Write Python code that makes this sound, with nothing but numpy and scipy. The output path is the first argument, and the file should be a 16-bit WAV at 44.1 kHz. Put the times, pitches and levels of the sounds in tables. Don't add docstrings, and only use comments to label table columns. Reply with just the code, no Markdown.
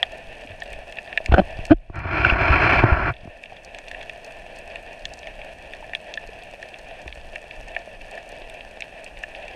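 import sys
import numpy as np
from scipy import signal
from scipy.io import wavfile

SR = 44100
rng = np.random.default_rng(int(sys.argv[2]) if len(sys.argv) > 2 else 0)


def rack_gain(trim_db):
    fader = np.asarray(trim_db, float)
    return 10 ** (fader / 20)


def log_audio(samples):
    frames = np.atleast_2d(samples).T
    limited = np.clip(frames, -1, 1)
    pcm = np.round(limited * 32767).astype(np.int16)
    wavfile.write(sys.argv[1], SR, pcm)


N = 421155

# resonance in Hz, width in Hz, level in dB.
WALL_MODES = [(653, 131, 7), (1784, 66, 3), (1910, 114, -2), (2440, 284, 2), (2603, 181, 6.5),
              (3180, 64, -4.5)]
# resonance in Hz, width in Hz, level in dB.
SEAL_MODES = [(4390, 110, 2.5), (4970, 1140, -9.5), (5830, 2260, -5), (7940, 320, -6.5), (8770, 400, -7),
              (11000, 900, -56), (12500, 1200, -24), (13600, 770, -26.5), (14800, 700, -35.5)]
# resonance in Hz, width in Hz, level in dB.
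GRIP_MODES = [(355, 98, 1.5), (697, 130, 3.5), (953, 186, -0.5), (1120, 24, 2.5), (1376, 91, 2.5),
              (1580, 600, 1), (2070, 280, -36), (2330, 240, 5.5), (2625, 330, -7.5), (3110, 340, -12.5)]
# resonance in Hz, width in Hz, level in dB.
GRIP_TREBLE_MODES = [(3410, 87, 4.5), (4180, 260, -1), (4600, 280, -10), (5140, 380, -7.5),
                     (5900, 430, -21), (6400, 180, -22), (8200, 5600, -34), (10600, 1300, -39.5)]
# time in seconds, level in dB.
SWELL_CURVE = [(0.0, -47.5), (0.61, -37.5), (0.96, -49.5), (1.41, -31.5), (2.05, -45), (2.44, -43),
               (2.98, -33), (3.46, -50), (3.7, -43), (4.1, -45), (4.63, -47.5), (5.58, -44), (6.75, -48.5),
               (7.13, -39), (7.42, -42), (7.95, -44), (8.32, -44), (9.55, -47)]
# start in seconds, then upper wall, lower wall and top wall levels in dB.
SNAPS = [(0.0288, -9, -6, -14.5), (0.5182, -29, -33.5, -47), (0.6205, -25, -25.5, -34.5),
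         (0.7337, -25, -29, -43), (0.9857, -16.5, -25, -43), (1.0755, -34, -29, -39.5),
         (1.1278, -22.5, -24, -38), (1.1752, 0.5, -13.5, -27), (1.26, -12.5, -30, -39),
         (1.6531, -24, -31, -43), (3.7858, -24, -31.5, -43), (3.9135, -21, -27, -40),
         (3.9465, -23, -27.5, -50), (4.0298, -27, -30, -44), (4.0956, -17, -31, -38),
         (4.7576, -18, -31, -46), (5.054, -17, -26.5, -30), (5.271, -18, -27, -37),
         (5.7349, -23, -28, -41.5), (5.934, -19, -21, -46), (5.9499, -12.5, -30, -24.5),
         (6.139, -20, -40, -33.5), (6.1739, -19.5, -20, -37), (6.6279, -29, -27.5, -39.5),
         (7.0784, -21, -29, -41), (7.3582, -15, -21.5, -42), (7.7643, -11.5, -17.5, -43),
         (8.1759, -27, -26, -45.5), (8.8059, -19.5, -34, -45), (9.236, -15.5, -20, -47)]
# start in seconds, level in dB.
THIN_SNAPS = [(0.473, -26.5), (0.9243, -24.5), (0.971, -22), (1.3224, -17), (3.1386, -32), (3.166, -32),
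              (3.4371, -24.5), (3.4576, -25.5), (3.5672, -28), (3.7464, -21.5), (3.8814, -22.5),
              (4.0116, -24), (4.7115, -29), (5.2311, -25), (5.4161, -24), (5.8247, -33), (6.7416, -27),
              (6.9107, -29), (7.1258, -23), (7.5099, -21.5), (7.7493, -26), (8.0117, -28), (8.4986, -26.5),
              (8.6077, -22.5), (8.8217, -16), (9.0633, -26), (9.1721, -24), (9.3493, -20.5), (9.426, -28),
              (9.4804, -24)]
# start in seconds, low treble in dB, high treble in dB.
TICKS = [(0.0303, -39, -37), (0.6033, -35.5, -60), (0.6348, -48, -43), (0.7302, -39, -39),
         (0.9233, -36, -45), (1.1752, -53, -41), (1.26, -25, -38), (1.653, -28.5, -37), (3.6481, -35, -44),
         (3.7863, -33, -45), (3.8843, -35, -48), (3.9146, -35, -45), (4.2462, -34, -42), (4.588, -40, -40),
         (5.054, -25, -43), (5.1368, -28.5, -40), (5.1906, -35.5, -50), (5.2705, -37, -55),
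         (5.9494, -53, -42), (6.14, -28.5, -61), (6.4364, -49, -45), (6.6269, -37.5, -54),
         (7.0774, -40, -47), (7.3567, -39, -43), (7.7904, -38, -56), (8.112, -37, -44), (8.2908, -41, -43),
         (8.498, -47, -42), (8.8061, -30, -44), (9.044, -37, -39)]
# start in seconds, level in dB.
FAINT_TICKS = [(0.12, -39), (0.4105, -49), (0.7035, -41), (1.5075, -44), (1.6664, -36), (1.957, -43),
               (1.9914, -43.5), (3.4366, -44), (3.6352, -47), (3.747, -40), (4.0285, -39), (4.0951, -42),
               (4.2638, -43), (4.5627, -41), (4.7566, -42), (4.931, -42), (4.994, -41.5), (6.2732, -39),
               (6.5121, -42), (6.787, -39), (7.017, -41), (7.1504, -41), (7.6835, -40), (8.1527, -40),
               (8.3195, -40), (8.542, -42), (9.1891, -40), (9.233, -37), (9.4814, -40)]
# start in seconds, peak in dB, pitch in Hz.
BUBBLES = [
    (1.203, -28.5, 614),
    (3.522, -34.5, 730),
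    (5.826, -36.5, 875),
    (6.29, -35.5, 436),
    (7.875, -33, 600),
    (8.416, -40, 383),
    (.45, -39, 260),
]
# time in seconds, pressure in dB, speed in dB.
SLIDE_CURVE = [
    (1.96, -35.5, -43),
    (2.07, -32, -39.5),
    (2.14, -25, -29),
    (2.31, -22, -21),
    (2.356, -26.5, -37.5),
    (2.41, -20, -24.5),
    (2.8, -17.5, -20),
    (2.856, -21.5, -33),
    (3.08, -23.5, -32.5),
]
# start in seconds, peak in dB.
CATCHES = [
    (2.2118, -13),
    (2.248, 2),
    (2.2985, -0.5),
    (2.506, -6.5),
    (2.9214, -19),
    (2.9377, -19),
]
# start in seconds, push in dB, push pitch in Hz, ring in cycles, knock in dB.
BUMPS = [(1.293, -15.5, 60, 2.6, -34), (1.320, -9, 65.8, 2.5, -13), (1.339, -1, 78, 0.61, -6),
         (1.415, -19.5, 60, 0.88, -20.5), (1.589, -21, 80, 0.93, -28.5), (1.7062, -13, 102, 2.4, -44),
         (0.501, -39, 92, 4.7, -43), (3.255, -31, 214, 1.5, -42), (1.286, -23, 30.3, 0.89, -26),
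         (1.738, -21, 35, 1.6, -42), (1.899, -27, 87, 0.99, -28.5), (2.055, -25, 92, 3.2, -21.5),
         (2.322, -13, 55.7, 1.8, -13.5), (2.504, -10.5, 66.5, 2.2, -18), (2.838, -7.5, 114.4, 2.5, -0.5),
         (2.92, -7.5, 64, 1.55, -48), (3.232, -27, 80, 0.4, -44), (3.275, -31, 92, 1.1, -30.5),
         (7.06, -36, 60.4, 3.6, -30.5)]
# start in seconds, end in seconds, slips per second, level in dB, low ring in dB.
CREAKS = [
    (1.314, 1.324, 870, -22, -24),
    (1.321, 1.327, 386, -10, -34),
    (1.3392, 1.347, 430, -4, -43),
    (1.36, 1.37, 272, -14.5, -25),
    (1.373, 1.379, 186, -8, -19),
    (1.3807, 1.402, 186, 1.5, -3),
    (1.697, 1.709, 500, -21, -21.5),
    (1.7063, 1.719, 291, -6.5, -1),
    (1.7137, 1.7294, 332, -9.5, -7),
]

WALL_CUT_HZ = 1592
HISS_DB, SEAL_HISS_DB, MURK_DB = -43, -65.5, -55
CRACKLE_PER_S, CRACKLE_DB, CRACKLE_MID_DB, CRACKLE_TOP_DB = 110, -46.5, -42, -67.5
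THIN_LOWER_DB, THIN_TOP_DB = -16, -18
FAINT_HIGH_DB = -9.5
DUCK_S, DUCK_FALL_S, DUCK_DB, CREEP_DB_PER_S = 1.7, 0.04, -16.5, 5.5
RECOVER_S, RECOVER_DB_PER_S, REST_DB = 2.8, 3.5, 0.61
LAND_S, LIFT_S, LIFT_LOSS_DB = 0.033, 0.047, 23
TREBLE_DB, TREBLE_FOLLOWS = -51, 0.92
WOBBLE_DB, WOBBLE_FOLLOWS, WOBBLE_GROWS_DB_PER_S = -28, 0.55, 4
SCRAPE_DB, SCRAPE_FOLLOWS = -14.5, 1
SCRAPE_DAMPED = 0.089
HAND_GONE_S = 3.5
MIC_CUT_HZ, TOP_LEVEL = 14600, 1.02


def in_time(rows):
    s, *columns = np.transpose(rows)
    return [np.interp(np.arange(N) / SR, s, c) for c in columns]


def rms_one(x):
    return x / np.sqrt(np.mean(x ** 2) + 1e-20)


def cut(x, hz, kind, order=2):
    return signal.sosfilt(signal.butter(order, hz, kind, fs=SR, output="sos"), x)


def drift(hz):
    return rms_one(cut(rng.standard_normal(N + SR), hz, "low")[SR:])


def resonate(x, modes, order=1):
    faint = 1e-15 * np.cos(np.arange(len(x)))
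    out = 0
    for k, (hz, width, level_db) in enumerate(modes):
        r = np.exp(-np.pi * width / SR)
        feed = [(1 - r * r) / 2, 0, (r * r - 1) / 2]
        ring = [1, -2 * r * np.cos(2 * np.pi * hz / SR), r * r]
        y = x + faint
        for _ in range(order):
            y = signal.lfilter(feed, ring, y)
        sign = (-1) ** (k * (order - 1))
        out = out + rack_gain(level_db) * y * sign
    return out


def clicks(seconds, levels_db):
    marks = np.zeros(N)
    marks[np.round(np.asarray(seconds) * SR).astype(int)] = rack_gain(levels_db)
    return marks


def bursts(seconds, levels_db, fade_s):
    starts = clicks(seconds, levels_db) + 1e-18
    fade = signal.lfilter([1], [1, -np.exp(-1 / (fade_s * SR))], starts)
    return fade * rng.standard_normal(N)


def snap(s, level_db):
    puff = bursts(s, level_db - 19, 0.0014)
    scatter = bursts(s, level_db - 24.5, 0.0039)
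    return clicks(s, level_db) + puff + scatter


def while_held(x):
    return x[:int(HAND_GONE_S * SR)]


def then_silent(x):
    return np.pad(x, (0, N - len(x)))


def sea():
    walls = rms_one(cut(resonate(rng.standard_normal(N), WALL_MODES), WALL_CUT_HZ, "low"))
    seal = rms_one(cut(resonate(rng.standard_normal(N), SEAL_MODES), [3200, 13000], "band"))
    murk = rms_one(cut(rng.standard_normal(N), [70, 330], "band", order=1))
    leak = rms_one(cut(rng.standard_normal(N), [900, 1700], "band"))
    hiss = rack_gain(HISS_DB + 2.1 * drift(8.9)) * walls
    hiss += rack_gain(SEAL_HISS_DB + 0.47 * drift(30)) * seal
    hiss += rack_gain(MURK_DB - 11.0) * leak
    return hiss + rack_gain(MURK_DB + 0.65 * drift(10.0)) * cut(murk, 440, "low")


def swell():
    low = cut(cut(rng.standard_normal(N + SR), 30.6, "low"), 14, "high")[SR:]
    return rack_gain(in_time(SWELL_CURVE)[0] - 2.5 + 2.9 * drift(3.6)) * rms_one(low)


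def recorder_gain():
    t = np.arange(N) / SR
    back_db = CREEP_DB_PER_S * (t - DUCK_S) + RECOVER_DB_PER_S * np.maximum(t - RECOVER_S, 0)
    fall = np.clip((t - DUCK_S) / DUCK_FALL_S, 0, 1)
    return rack_gain(REST_DB + fall * np.minimum(DUCK_DB + back_db, 0))


def far_shrimp():
    born = np.flatnonzero(rng.random(N) < CRACKLE_PER_S / SR) / SR
    size = rng.exponential(1, N)[:len(born)].clip(0, 1.6)
    tint = rng.standard_normal(N)[:len(born)].clip(-2, 1.7)
    body = resonate(bursts(born, CRACKLE_DB + 16 + 7.37 * size, 0.00046), WALL_MODES)
    top = resonate(bursts(born, CRACKLE_TOP_DB + 20.5 + 0.66 * size + 5.2 * tint, 0.00061), SEAL_MODES)
    mid_puffs = bursts(born, CRACKLE_MID_DB + 6.9 * size - 5.7 * tint, 0.00068)
    mid = resonate(mid_puffs, [(3280, 560, -3), (4800, 900, -9.5)], order=2)
    return mid + cut(body, WALL_CUT_HZ, "low") + cut(top, [3200, 12500], "band")


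def near_shrimp():
    thin = [(s, db, db + THIN_LOWER_DB, db + THIN_TOP_DB) for s, db in THIN_SNAPS]
    s, upper_db, lower_db, top_db = np.transpose(SNAPS + thin)
    walls = resonate(snap(s, lower_db + 38.0), [(1230, 190, -28.5), (1782, 200, -2.0)], order=2)
    walls += resonate(snap(s, lower_db + 30.5), [(679, 152, 0)], order=2)
    walls += resonate(snap(s, upper_db + 23.5), [(2384, 514, -0.87), (2735, 304, 0.15)], order=2)
    walls += resonate(snap(s, top_db + 36), [(3360, 660, 0.016)], order=2)

    faint = [(s, db, db + FAINT_HIGH_DB) for s, db in FAINT_TICKS]
    s, low_db, high_db = np.transpose(TICKS + faint)
    low = cut(resonate(snap(s, low_db + 20.5), SEAL_MODES[:3]), [3700, 7200], "band", order=3)
    high = cut(resonate(snap(s, high_db + 31.0), SEAL_MODES[3:]), [6800, 14500], "band")
    return walls + low + high


def bubbles():
    out = np.zeros(N)
    t = np.arange(SR // 25) / SR
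    for s, peak_db, hz in BUBBLES:
        at = round(s * SR)
        tone = np.sin(2 * np.pi * hz * (t + 1.7 * t * t))
        shape = np.exp(-t / 0.0049) * np.minimum(t / 0.001, 1)
        out[at:at + len(t)] += rack_gain(peak_db + 6.5) * tone * shape
    return out


def slide():
    pressure_db, speed_db = in_time(SLIDE_CURVE)
    t = np.arange(N) / SR
    before = (SLIDE_CURVE[0][0] - t) / LAND_S
    after = (t - SLIDE_CURVE[-1][0]) / LIFT_S
    away = np.maximum(np.maximum(before, after), 0)
    touch = (away < 1) * rack_gain(-LIFT_LOSS_DB * np.minimum(away, 1) ** 2)
    treble_db = TREBLE_DB + TREBLE_FOLLOWS * (speed_db + 30.5)
    wobble_db = WOBBLE_DB + WOBBLE_FOLLOWS * (pressure_db + 24)
    wobble_db = wobble_db + WOBBLE_GROWS_DB_PER_S * (np.clip(t, 1.9, 3.2) - 2.5)

    grain = while_held(rng.standard_normal(N) * rack_gain(1.8 * drift(70) + 1.2 * drift(18)))
    low = then_silent(rms_one(cut(resonate(grain, GRIP_MODES[:6]), 1740, "low", order=5)))
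    high = then_silent(rms_one(resonate(grain, GRIP_MODES[6:], order=2)))
    treble = cut(resonate(grain, GRIP_TREBLE_MODES, order=2), [3450, 10900], "band", order=4)
    treble = then_silent(rms_one(treble))
    wobble = rms_one(cut(rng.standard_normal(N), [40, 130], "band", order=3)) * rack_gain(2.7 * drift(13))

    s, peak_db = np.transpose(CATCHES)
    catches = resonate(bursts(s, peak_db + 13.5, 0.0027), [(1460, 205, 1.5), (2630, 410, -8)], order=2)
    friction = rack_gain(pressure_db) * low + rack_gain(speed_db) * high + rack_gain(treble_db) * treble
    return touch * (friction + rack_gain(wobble_db) * wobble) + catches


def bumps():
    out, knocks = np.zeros(N), np.zeros(N)
    t = np.arange(SR // 8) / SR
    for s, push_db, hz, cycles, knock_db in BUMPS:
        at = round(s * SR)
        swing = hz * t
        shape = np.exp(-2 * swing / cycles) * np.minimum(4 * swing, 1)
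        out[at:at + len(t)] -= rack_gain(push_db + 6.0) * np.sin(2 * np.pi * swing) * shape
        knocks[at] = -rack_gain(knock_db + 37)
    return out + resonate(cut(knocks + 1e-18, 440, "low"), GRIP_MODES[:4])


def creaks():
    at, slip_db, thud_db, scrape_db = [], [], [], []
    for start, end, per_s, level_db, low_db in CREAKS:
        s = np.arange(start, end, 1 / per_s)
        at += list(s + 0.025 / per_s * rng.standard_normal(16)[:len(s)])
        uneven_db = 1.4 * rng.standard_normal(16)[:len(s)]
        slip_db += list(level_db + uneven_db + 37)
        thud_db += list(low_db + uneven_db + 30.5)
        damping_db = SCRAPE_DAMPED * (low_db + 24)
        scrape_db += list(SCRAPE_DB + SCRAPE_FOLLOWS * level_db - damping_db + uneven_db + 7)
    gripped = resonate(clicks(at, slip_db), [(680, 128, 0)])
    gripped += resonate(clicks(at, thud_db), [(316, 118, 4.5), (177, 90, 1.5)], order=2)
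    puffs = while_held(bursts(at, scrape_db, 0.0018))
    walls = resonate(puffs, [(1464, 420, 11.5), (2480, 470, -3), (3080, 280, -1)], order=2)
    splash = rack_gain(-13.5) * resonate(puffs, GRIP_TREBLE_MODES[:4], order=2)
    return cut(gripped, 660, "low", order=5) + then_silent(walls + splash)


def scene():
    background = recorder_gain() * (sea() + far_shrimp()) + swell()
    hand = slide() + bumps() + creaks()
    return (background + near_shrimp() + bubbles() + hand)[None]


def roll_off(x):
    return signal.sosfilt(signal.butter(12, 15770, fs=SR, output="sos"), x)


def record(dry):
    held = dry / (1 + (dry / TOP_LEVEL) ** 8) ** (1 / 8)
    mix = cut(held, MIC_CUT_HZ, "low", order=8)
    return roll_off(mix)


dry = scene()
out = record(dry)
log_audio(out)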